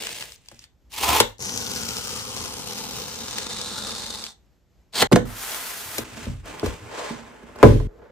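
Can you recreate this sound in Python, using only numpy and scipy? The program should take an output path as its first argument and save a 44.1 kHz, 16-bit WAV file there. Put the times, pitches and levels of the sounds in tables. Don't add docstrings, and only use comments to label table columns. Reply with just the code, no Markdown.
import sys
import numpy as np
from scipy import signal
from scipy.fft import rfft, irfft
from scipy.io import wavfile
from scipy.ndimage import map_coordinates

SR = 44100
rng = np.random.default_rng(int(sys.argv[2]) if len(sys.argv) > 2 else 0)


def wav_record(signal):
    frames = np.transpose(np.atleast_2d(signal))
    bounded = np.clip(frames, -1, 1)
    quanta = np.round(bounded * 32767).astype(np.int16)
    wavfile.write(sys.argv[1], SR, quanta)


N = 357651
T = np.arange(N) / SR
ROOM_BASS_HZ = 160
SHOT_STARTS = [0, 1.385, 5.072, 6.04, 6.745, 7.872]


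def amp(db):
    return 10 ** (np.asarray(db) / 20)


def rms_one(x):
    return x / np.sqrt(np.mean(x ** 2) + 1e-20)


def at_hz(points, hz):
    points = np.array(points)
    return np.interp(np.log(hz), np.log(points[:, 0]), points[:, 1])


def colour(x, tone, size=4096):
    hz = np.arange(size // 2 + 1) * SR / size + 1
    cepstrum = irfft(np.log(amp(at_hz(tone, hz))))
    cepstrum[1:size // 2] *= 2
    cepstrum[size // 2 + 1:] = 0
    response = irfft(np.exp(rfft(cepstrum)))
    return signal.fftconvolve(x, np.atleast_2d(response), axes=-1)[:, :x.shape[-1]]


def butter(x, hz, kind, order=4):
    return signal.sosfilt(signal.butter(order, hz, kind, fs=SR, output="sos"), x)


def drift(rate_hz, size):
    r = np.exp(-2 * np.pi * rate_hz / SR)
    noise = rng.standard_normal(size + 8000)
    return rms_one(signal.lfilter([1], [1, -2 * r, r * r], noise)[8000:])


def placed(x, pan_db):
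    lead_s_per_db, most_lead_s = 4.5e-5, 2e-4
    half_db = np.array([[.5], [-.5]]) * (pan_db + np.zeros(x.shape[1]))
    lead_s = np.clip(half_db * lead_s_per_db, -most_lead_s / 2, most_lead_s / 2)
    at = np.arange(x.shape[1]) + (lead_s - most_lead_s / 2) * SR
    channel = np.arange(2)[:, None] + 0 * at
    return amp(half_db) * map_coordinates(x, [channel, at], order=3)


def fading(x):
    left_s = T[:x.shape[-1]][::-1]
    return x * np.minimum(left_s / 0.0012, 1)


def wandering_ring(x, t, rows, width_hz, size=256):
    s, hz, db = np.transpose(rows)
    out, state = np.zeros_like(x), np.zeros((2, 2))
    r = np.exp(-np.pi * width_hz / SR)
    for i in range(0, len(t), size):
        w = 2 * np.pi * np.interp(t[i], s, hz) / SR
        poles = [1, -2 * r * np.cos(w), r * r]
        out[:, i:i + size], state = signal.lfilter([1, 0, -1], poles, x[:, i:i + size], zi=state)
    return amp(np.interp(t, s, db)) * rms_one(out)


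def friction(rows, tones, per_s, spread_db, clump_db, clump_hz, hiss_db, apart_db, pans_db, blend_s=None, rings=()):
    split_hz = 1500
    s, surface_db, wall_db = np.transpose(rows)
    span = slice(round(s[0] * SR), min(N, round(s[-1] * SR)))
    t = T[span]
    size_db = spread_db * np.minimum(rng.exponential(1, len(t)), 4)
    sizes = amp(size_db) * rng.choice([-1, 1], len(t))
    breaks = rms_one(sizes * (rng.random(len(t)) < per_s / SR))
    stick_slip = amp(clump_db * drift(clump_hz, len(t)))
    mid = breaks + amp(hiss_db) * rng.standard_normal(len(t))
    side = amp(apart_db) * butter(rng.standard_normal(len(t)), ROOM_BASS_HZ, "high", order=1)
    force = stick_slip * (mid + side * [[1], [-1]])
    sound = colour(force, tones[0])
    if blend_s is not None:
        share = np.interp(t, blend_s, [0, 1])
        sound = (1 - share) * rms_one(sound) + share * rms_one(colour(force, tones[1]))
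    sound = sound + sum(wandering_ring(force, t, *ring) for ring in rings)
    surface = amp(np.interp(t, s, surface_db)) * rms_one(butter(sound, split_hz, "high"))
    low = butter(sound, split_hz, "low") / stick_slip ** 0.1
    walls = amp(np.interp(t, s, wall_db)) * rms_one(low)
    out = np.zeros((2, N))
    travel_db = np.linspace(*pans_db, len(t))
    out[:, span] = placed(surface + walls, travel_db) * signal.windows.tukey(len(t), 400 / len(t))
    return out


def stroke(ease_s, swell_s, hold_s, fade_s, full_db, ease_db, wall_db):
    rise_power, fall_db, wall_swell = 1.21, 37, 0.66
    since = np.arange(0, swell_s + hold_s + fade_s, .001)
    swell_db = rise_power * 20 * np.log10(np.clip(since / swell_s, 1e-3, 1))
    corners_s = np.cumsum([swell_s, hold_s, fade_s])
    rest_db = np.interp(since, corners_s, [full_db, ease_db, ease_db - fall_db])
    s = ease_s - hold_s - swell_s + since
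    return np.transpose([s, rest_db + swell_db, rest_db + wall_swell * swell_db + wall_db])


def hush():
    # [pitch_hz, level_db per Hz]
    hush_tone = [(38, -13), (55, -8.5), (66, -8.5), (80, -16.5), (1330, -42.5), (7510, -50), (10100, -67.5),
                 (11900, -48.5), (16000, -87.5)]
    noise = colour(rng.standard_normal((2, N + SR)), hush_tone)[:, SR:]
    pair = noise[0] + amp(-7.5) * noise[1] * [[1], [-1]]
    return amp(-58 + 2.2 * drift(3.3, N)) * rms_one(pair)


def strips():
    # [time_s, surface_db, box_wall_db]
    first_peel = [(0.0, -31.5, -43), (0.214, -36, -47.5), (0.298, -46, -55), (.36, -47, -76)]
    first_rip = [(0.894, -67.5, -81.5), (0.93, -38, -53), (1.038, -23.5, -27.5), (1.126, -22, -20.5),
                 (1.2, -20.5, -26.5), (1.228, -36.5, -45.5), (1.324, -59.5, -57.5), (1.36, -84, -85)]
    second_peel = [(1.39, -50, -45), (1.409, -39, -39), (1.69, -31.5, -38.5), (2.0, -31, -41.5),
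                   (2.5, -35, -41), (3.3, -33, -40.5), (3.88, -35.5, -37.5), (4.25, -40, -44),
                   (4.309, -47.5, -60.5), (4.4, -95, -97)]
    second_rip = [(4.92, -63, -66), (4.956, -25, -36), (5.026, -15, -20.5), (5.038, -62, -28),
                  (5.07, -63.5, -72)]
    # [pitch_hz, level_db per Hz]
    first_peel_tone = [(40, -15), (214, -13.5), (301, -14), (452, -8.5), (554, -11), (1340, -19),
                       (2160, -4.5), (2420, -2), (2770, 0), (9000, -2.5), (12000, -11), (16000, 0)]
    first_rip_tone = [(40, -26), (81, -2.5), (137, -24.5), (354, -11), (615, -15.5), (800, -4.5),
                      (1100, -6.5), (1520, -19.5), (2630, -6.5), (3930, -9), (8340, -14), (12000, -16.5),
                      (16000, -12.5)]
    short_strip_tone = [(40, -16), (93, -3.5), (146, -10), (229, -4.5), (322, -14), (518, -7), (621, -22.5),
                        (760, -13), (1140, -17), (1550, -23), (1700, -27.5), (2500, -17.5), (3100, -14),
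                        (3500, -18), (5470, -12), (9000, -19.5), (12000, -24), (16000, -22.5)]
    long_strip_tone = [(40, -11), (99, -1.5), (137, -14.5), (215, 4), (269, -10), (529, -4.5), (680, -12.5),
                       (810, -8.5), (1500, -11), (1750, -13.5), (3200, -20), (3600, 1.5), (4600, -11),
                       (5200, -7.5), (8340, -7.5), (12000, -26), (16000, -17.5)]
    second_rip_tone = [(40, -21), (503, -9), (1070, -9.5), (1210, -16.5), (1550, -9), (1810, -12.5),
                       (4240, 1.5), (5720, -9), (8340, -6.5), (12000, -20.5), (16000, -7.5)]
    # [start_s, end_s]
    strip_grows_s = [2.7, 4.06]
    # [time_s, pitch_hz, level_db against the whole pull]
    panel_ring = [(1.39, 1570, -29), (1.8, 1400, -17), (2.15, 1180, -18.5), (2.5, 950, -19.5),
                  (2.75, 790, -23), (3.2, 810, -50), (3.8, 1400, -18), (4.1, 790, -29), (4.3, 760, -11)]
    strip_ring = [(1.39, 5920, 7), (2.3, 5430, -48), (2.7, 4000, -12), (3.3, 3670, -39), (3.55, 3930, -8),
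                  (3.85, 4200, -5), (4.05, 4410, -4), (4.4, 4530, -9)]
    rings = [(panel_ring, 110), (strip_ring, 800)]
    peel_1 = friction(first_peel, [first_peel_tone], per_s=4000, spread_db=2.6, clump_db=2.2, clump_hz=90,
                      hiss_db=-4, apart_db=-6, pans_db=(.8, .3))
    rip_1 = friction(first_rip, [first_rip_tone], per_s=8000, spread_db=6.6, clump_db=1.6, clump_hz=64,
                     hiss_db=0.09, apart_db=-5.5, pans_db=(.3, -.1))
    peel_2 = friction(second_peel, [short_strip_tone, long_strip_tone], per_s=4000, spread_db=3.0, clump_db=2.6,
                      clump_hz=150, hiss_db=-5, apart_db=-5.5, pans_db=(3.8, -.5),
                      blend_s=strip_grows_s, rings=rings)
    rip_2 = friction(second_rip, [second_rip_tone], per_s=8000, spread_db=3.7, clump_db=2.6, clump_hz=60,
                     hiss_db=0.12, apart_db=-6.5, pans_db=(.4, .3))
    return peel_1 + rip_1 + peel_2 + rip_2


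def snaps():
    # [time_s, peak_db]
    releases = [(0.036, -23), (0.069, -14), (0.0914, -21), (0.1531, -29), (0.185, -28), (0.2075, -22),
                (0.2239, -19), (0.2778, -39), (0.294, -33), (0.3202, -27), (0.3596, -36.5), (0.4594, -43),
                (0.4853, -28.5), (0.544, -42), (0.5916, -32), (0.6398, -33), (0.9193, -35), (0.9288, -32),
                (0.9632, -24), (1.0415, -15), (1.3825, -39), (1.4032, -26), (1.4172, -29), (1.423, -24),
                (1.4395, -23), (1.4526, -19), (1.4932, -17), (1.5128, -26), (1.5752, -11), (1.586, -26),
                (1.614, -22), (1.625, -27), (1.666, -19), (1.714, -17), (1.841, -27), (1.8833, -24),
                (1.9673, -17), (2.0862, -25), (2.162, -22), (2.202, -23), (2.3638, -26), (2.7077, -25),
                (2.78, -25), (2.9085, -25), (3.158, -23), (3.3094, -23), (3.3831, -10.5), (3.4191, -26),
                (3.526, -33), (3.569, -24), (3.6142, -18), (3.8706, -25), (3.907, -19), (3.9818, -31),
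                (4.035, -28), (4.0637, -20.5), (4.091, -27), (4.194, -27), (4.2393, -18), (4.9355, -27),
                (5.518, -20), (5.545, -22), (6.2552, -29), (6.5955, -21.5)]
    # [time_s, pitch_hz]
    release_ring = [(.25, 2700), (.27, 5220), (1.6, 6200), (1.62, 5400), (3.3, 5300), (3.38, 3800),
                    (4.3, 4300), (6.26, 2700), (6.6, 3800)]
    # [time_s, left_right_db]
    strip_pan = [(1.3, 3), (1.385, 5), (4.3, 2)]
    # [start_s, end_s]
    crackle_s = [1.42, 4.28]
    crackle_per_s, crackle_db, crackle_spread_db = 150, -31, 2.5
    rise_s, fade_t60_s, width_hz, pitch_scatter, edge_db = .0005, .012, 1500, .1, -8
    out, t = np.zeros((2, N)), T[:600]
    tail = (1 - np.exp(-t / rise_s)) * amp(-60 * t / fade_t60_s)
    born = (rng.random(N) < crackle_per_s / SR) & (T > crackle_s[0]) & (T < crackle_s[1])
    crackle = np.transpose([T, crackle_db + crackle_spread_db * rng.standard_normal(N)])[born]
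    noise = butter(rng.standard_normal(N + 600), [800, 7000], "band", order=1)
    scatter = rng.standard_normal(N)
    r = np.exp(-np.pi * width_hz / SR)
    for s, peak_db in [*releases, *crackle]:
        start = round(s * SR)
        pan_db = np.interp(s, *np.transpose(strip_pan))
        hz = np.interp(s, *np.transpose(release_ring)) * (1 + pitch_scatter * scatter[start])
        burst = tail * noise[start:start + 600]
        ring = signal.lfilter([1 - r, 0, r - 1], [1, -2 * r * np.cos(2 * np.pi * hz / SR), r * r], burst)
        tick = ring + amp(edge_db) * burst
        pair = np.outer([1, 1], tick / np.abs(tick).max())
        out[:, start:start + 600] += amp(peak_db) * placed(pair, pan_db)
    return out


def handled_box():
    # [ease_start_s, swell_s, hold_s, fade_s, full_surface_db, easing_surface_db, walls_against_surface_db]
    handling = [(.65, 0.033, 0.33, 0.03, -67, -53, -19), (6.265, 0.0062, .22, 0.28, -46, -42.5, -0.5),
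                (6.62, 0.052, 0.14, 0.13, -45, -47.5, 5), (6.66, .012, 0.019, 0.36, -37, -38, 3),
                (6.9, .01, .15, 0.11, -60.5, -53, 8.5), (7.55, 0.11, .3, 0.12, -59.5, -60.5, 11),
                (7.62, 0.057, 0.022, 0.033, -52.5, -45, 13)]
    turning = [(7.07, .1, .09, 0.4, -39, -39, 4.4)]
    settling = [(8.0, 0.00296, .12, 0.17, -69.5, -66.5, 16.2), (8.11, 0.0092, .09, .01, -60, -61, 9.1)]
    # [pitch_hz, level_db per Hz]
    handling_tone = [(60, -16), (250, -3), (550, -5.5), (750, -8), (1050, -7), (1300, -9.5), (1900, -6),
                     (2600, -0.5), (4000, -5.5), (8000, -4.5), (12000, -17), (16000, -10)]
    turning_tone = [(60, -25), (300, -11), (420, -5), (580, -3), (720, -9), (1020, -4.5), (1250, -11.5),
                    (1700, -10.5), (2400, -10), (7940, -15.5), (12000, -31), (16000, -27)]
    settle_tone = [(60, -11), (250, -7), (480, 5), (700, -9), (1500, -23), (2600, -37), (16000, -69)]
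    out = np.zeros((2, N))
    for rows, tone in [(handling, handling_tone), (turning, turning_tone), (settling, settle_tone)]:
        for row in rows:
            out += friction(stroke(*row), [tone], per_s=3000, spread_db=3.0, clump_db=1.65, clump_hz=32,
                            hiss_db=0.1, apart_db=-2.1, pans_db=(-.6, -.7))
    return out


def pops_and_blows():
    # [time_s, crack_db, thud_db, boom_db, knock_db, ring_length_share, left_right_db]
    hit_rows = [(.5142, -39, -54, -59, -58, 0.99, 2.5), (1.2013, 1.5, -31.5, -30, -20, 0.12, 2.5),
                (5.0225, -5, -33, -32.5, -20.5, 0.2, 1.5), (5.114, -34, -40, -28, -18.5, 0.32, -5),
                (5.121, -17.5, -22, -8.5, -16.5, 0.4, 0.5), (5.1277, -9, -30.5, -12.5, -24, 0.95, -1),
                (5.1583, -10, -25, -25, -18, 0.74, -1), (5.9817, -13, -40.5, -36.5, -35, 0.85, 3.5),
                (6.264, -57, -25.5, -28.5, -43.5, 1.1, 1), (6.4568, -37, -66, -62, -48, .26, 0),
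                (6.6285, -50, -26.5, -27.5, -21, 0.27, 2), (6.66, -22, -26, -40, -36, 1.1, 3.5),
                (7.1, -73, -49, -29.5, -46.5, 1.23, -1.5), (7.423, -60, -58, -47, -54, 0.24, 1),
                (7.489, -52, -49, -55, -48, .3, 1), (7.558, -39.5, -47, -63, -45, 0.49, -1.5),
                (7.587, -39, -60, -55, -49, .3, -3), (7.6282, -14.5, -8.5, -15, -5.5, 1.3, 0.1),
                (7.638, -35, -9, -16, -11, 1.39, 3), (7.8, -42, -32, -52, -38, 0.86, -3)]
    # [pitch_hz, level_db, t60_s]
    box_modes = [(42.6, -11, 0.89), (63.7, 3.5, 0.24), (81.4, -8.5, 0.49), (99.4, -2.5, 0.69),
                 (124.2, -3, 0.45), (152, 0, 0.19), (178.2, -4.5, 0.4), (231.9, -2, 0.44), (266, 3, 0.1),
                 (323.1, 0.5, 0.29), (360.3, -2.5, 0.27), (417.6, -5, 0.32), (465, 2.5, 0.11),
                 (513.7, -1, 0.18), (573, 4, 0.12), (686, 2, 0.086), (891, -3, 0.096), (1042, 7.5, 0.035),
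                 (1500, -1, 0.078), (1818, -3.5, 0.097)]
    hit_bands_hz = [90, 190, 450, 1400]
    crack_t60_s, rattle_t60_s, rattle_db, rattle_rise_s = 0.041, 0.39, -14, 0.0036
    tap_db, tap_follows = -7, 0.38
    detune = 0.047
    spread_cycles, latest_s = 1.1, .009
    ring_rise_cycles = 0.41
    out, size = np.zeros((2, N)), SR // 3
    rest_hz, mode_db, t60 = np.array(box_modes).T[:, :, None]
    chance = rng.standard_normal((len(hit_rows), 4, len(box_modes), 1))
    noise = butter(rng.standard_normal((len(hit_rows), 2, size)), [700, 6000], "band", order=1)
    loose = butter(rng.standard_normal(noise.shape), [250, 2500], "band", order=1)
    for k, (s, crack_db, thud_db, boom_db, knock_db, share, pan_db) in enumerate(hit_rows):
        high_db = knock_db + tap_db + tap_follows * (crack_db - knock_db)
        bands_db = [thud_db, boom_db, knock_db, high_db]
        start = round(s * SR)
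        end = min([round(cut * SR) for cut in SHOT_STARTS if cut > s] + [N, start + size])
        since, share = T[:end - start], np.clip(share, .05, 2)
        crack = noise[k, 0, :end - start] * amp(crack_db - 60 * since / crack_t60_s)
        rattle = loose[k, :, :end - start] * amp(knock_db + rattle_db - 60 * since / (rattle_t60_s * share))
        rattle = rattle * (1 - np.exp(-since / rattle_rise_s))
        hz = rest_hz * (1 + detune * chance[k, 0])
        t = np.maximum(since - np.minimum(spread_cycles / hz, latest_s), 0)
        level_db = mode_db + at_hz(list(zip(hit_bands_hz, bands_db)), hz)
        near_card = 1.38 * amp(-60 * t / (t60 * 0.22))
        whole_box = 0.71 * amp(-60 * t / (t60 * share))
        rise = 1 - np.exp(-hz * t / ring_rise_cycles)
        twin_hz = hz * (1 + detune * chance[k, 3])
        pair = .6 * (np.sin(2 * np.pi * hz * t) + np.sin(2 * np.pi * twin_hz * t))
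        ring = amp(level_db) * (near_card + whole_box) * rise * pair
        apart_db = np.minimum(hz / ROOM_BASS_HZ, 3.0)
        sides = amp(apart_db * chance[k, 1:3])[:, :, 0] @ ring + crack + rattle
        out[:, start:end] += fading(placed(sides, pan_db))
    return out


def slid_box():
    # [time_s, surface_db, box_wall_db]
    slide = [(5.25, -48, -45.5), (5.418, -32, -43.5), (5.54, -30, -39), (5.852, -34.5, -45.5),
             (5.978, -34, -42.5), (6.04, -45, -42)]
    # [pitch_hz, level_db per Hz]
    slide_tone = [(40, -15), (75, -23), (156, -9), (224, -6), (744, -1.5), (977, -1.5), (2830, 1.5),
                  (9000, 1), (12000, 1), (16000, 2)]
    return friction(slide, [slide_tone], per_s=12000, spread_db=1.3, clump_db=0.87, clump_hz=33,
                    hiss_db=3.85, apart_db=0.09, pans_db=(.3, .2))


def drags():
    # [ease_start_s, swell_s, hold_s, fade_s, full_db, easing_db, walls_against_these_db]
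    drag_strokes = [(6.251, 0.0184, 0.48, 0.11, -53, -41, 0.018), (6.899, 0.034, 0.15, 0.11, -50, -46.5, 0)]
    # [pitch_hz, level_db per Hz]
    drag_tone = [(30, -16), (60, 0), (110, 6), (180, -12.5), (300, 0), (600, -42), (16000, -90)]
    out = np.zeros((2, N))
    for row in drag_strokes:
        walls_only = stroke(*row) + [0, -120, 0]
        out += friction(walls_only, [drag_tone], per_s=1800, spread_db=2.2, clump_db=5.0, clump_hz=25,
                        hiss_db=0.1, apart_db=-21, pans_db=(.1, .1))
    return out


def room(x):
    # [pitch_hz, t60_s]
    room_t60 = [(60, 0.35), (250, 0.3), (1000, 0.21), (4000, 0.23)]
    t, noise = T[:SR // 2], rng.standard_normal((2, SR // 2))
    shared_bass = butter(noise[0], ROOM_BASS_HZ, "low", order=2)
    noise = butter(noise, ROOM_BASS_HZ, "high", order=2) + shared_bass
    tail = np.zeros_like(noise)
    for hz in 40 * 2.0 ** np.arange(9):
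        octave = butter(noise, [hz, 2 * hz], "band", order=2)
        tail += octave * amp(-60 * t / at_hz(room_t60, hz * 2.4))
    tail = tail * np.clip((t - .002) / 0.0015, 0, 1)
    tail = butter(tail / np.sqrt(np.sum(tail ** 2) / 2), 3020, "low", order=1)
    out = np.zeros_like(x)
    cuts = [round(s * SR) for s in SHOT_STARTS] + [N]
    for a, b in zip(cuts, cuts[1:]):
        out[:, a:b] = fading(signal.fftconvolve(x[:, a:b], tail, axes=1)[:, :b - a])
    return out


def scene():
    near = strips() + handled_box() + slid_box() + drags() + snaps() + pops_and_blows()
    return near + amp(-1.5) * room(near) + hush()


def record(dry):
    heard = butter(dry, 39.7, "high", order=5)
    top_cut = signal.cheby2(12, 70, 16500, fs=SR, output="sos")
    return np.clip(signal.sosfilt(top_cut, heard), -1, 1)


dry = scene()
out = record(dry)
wav_record(out)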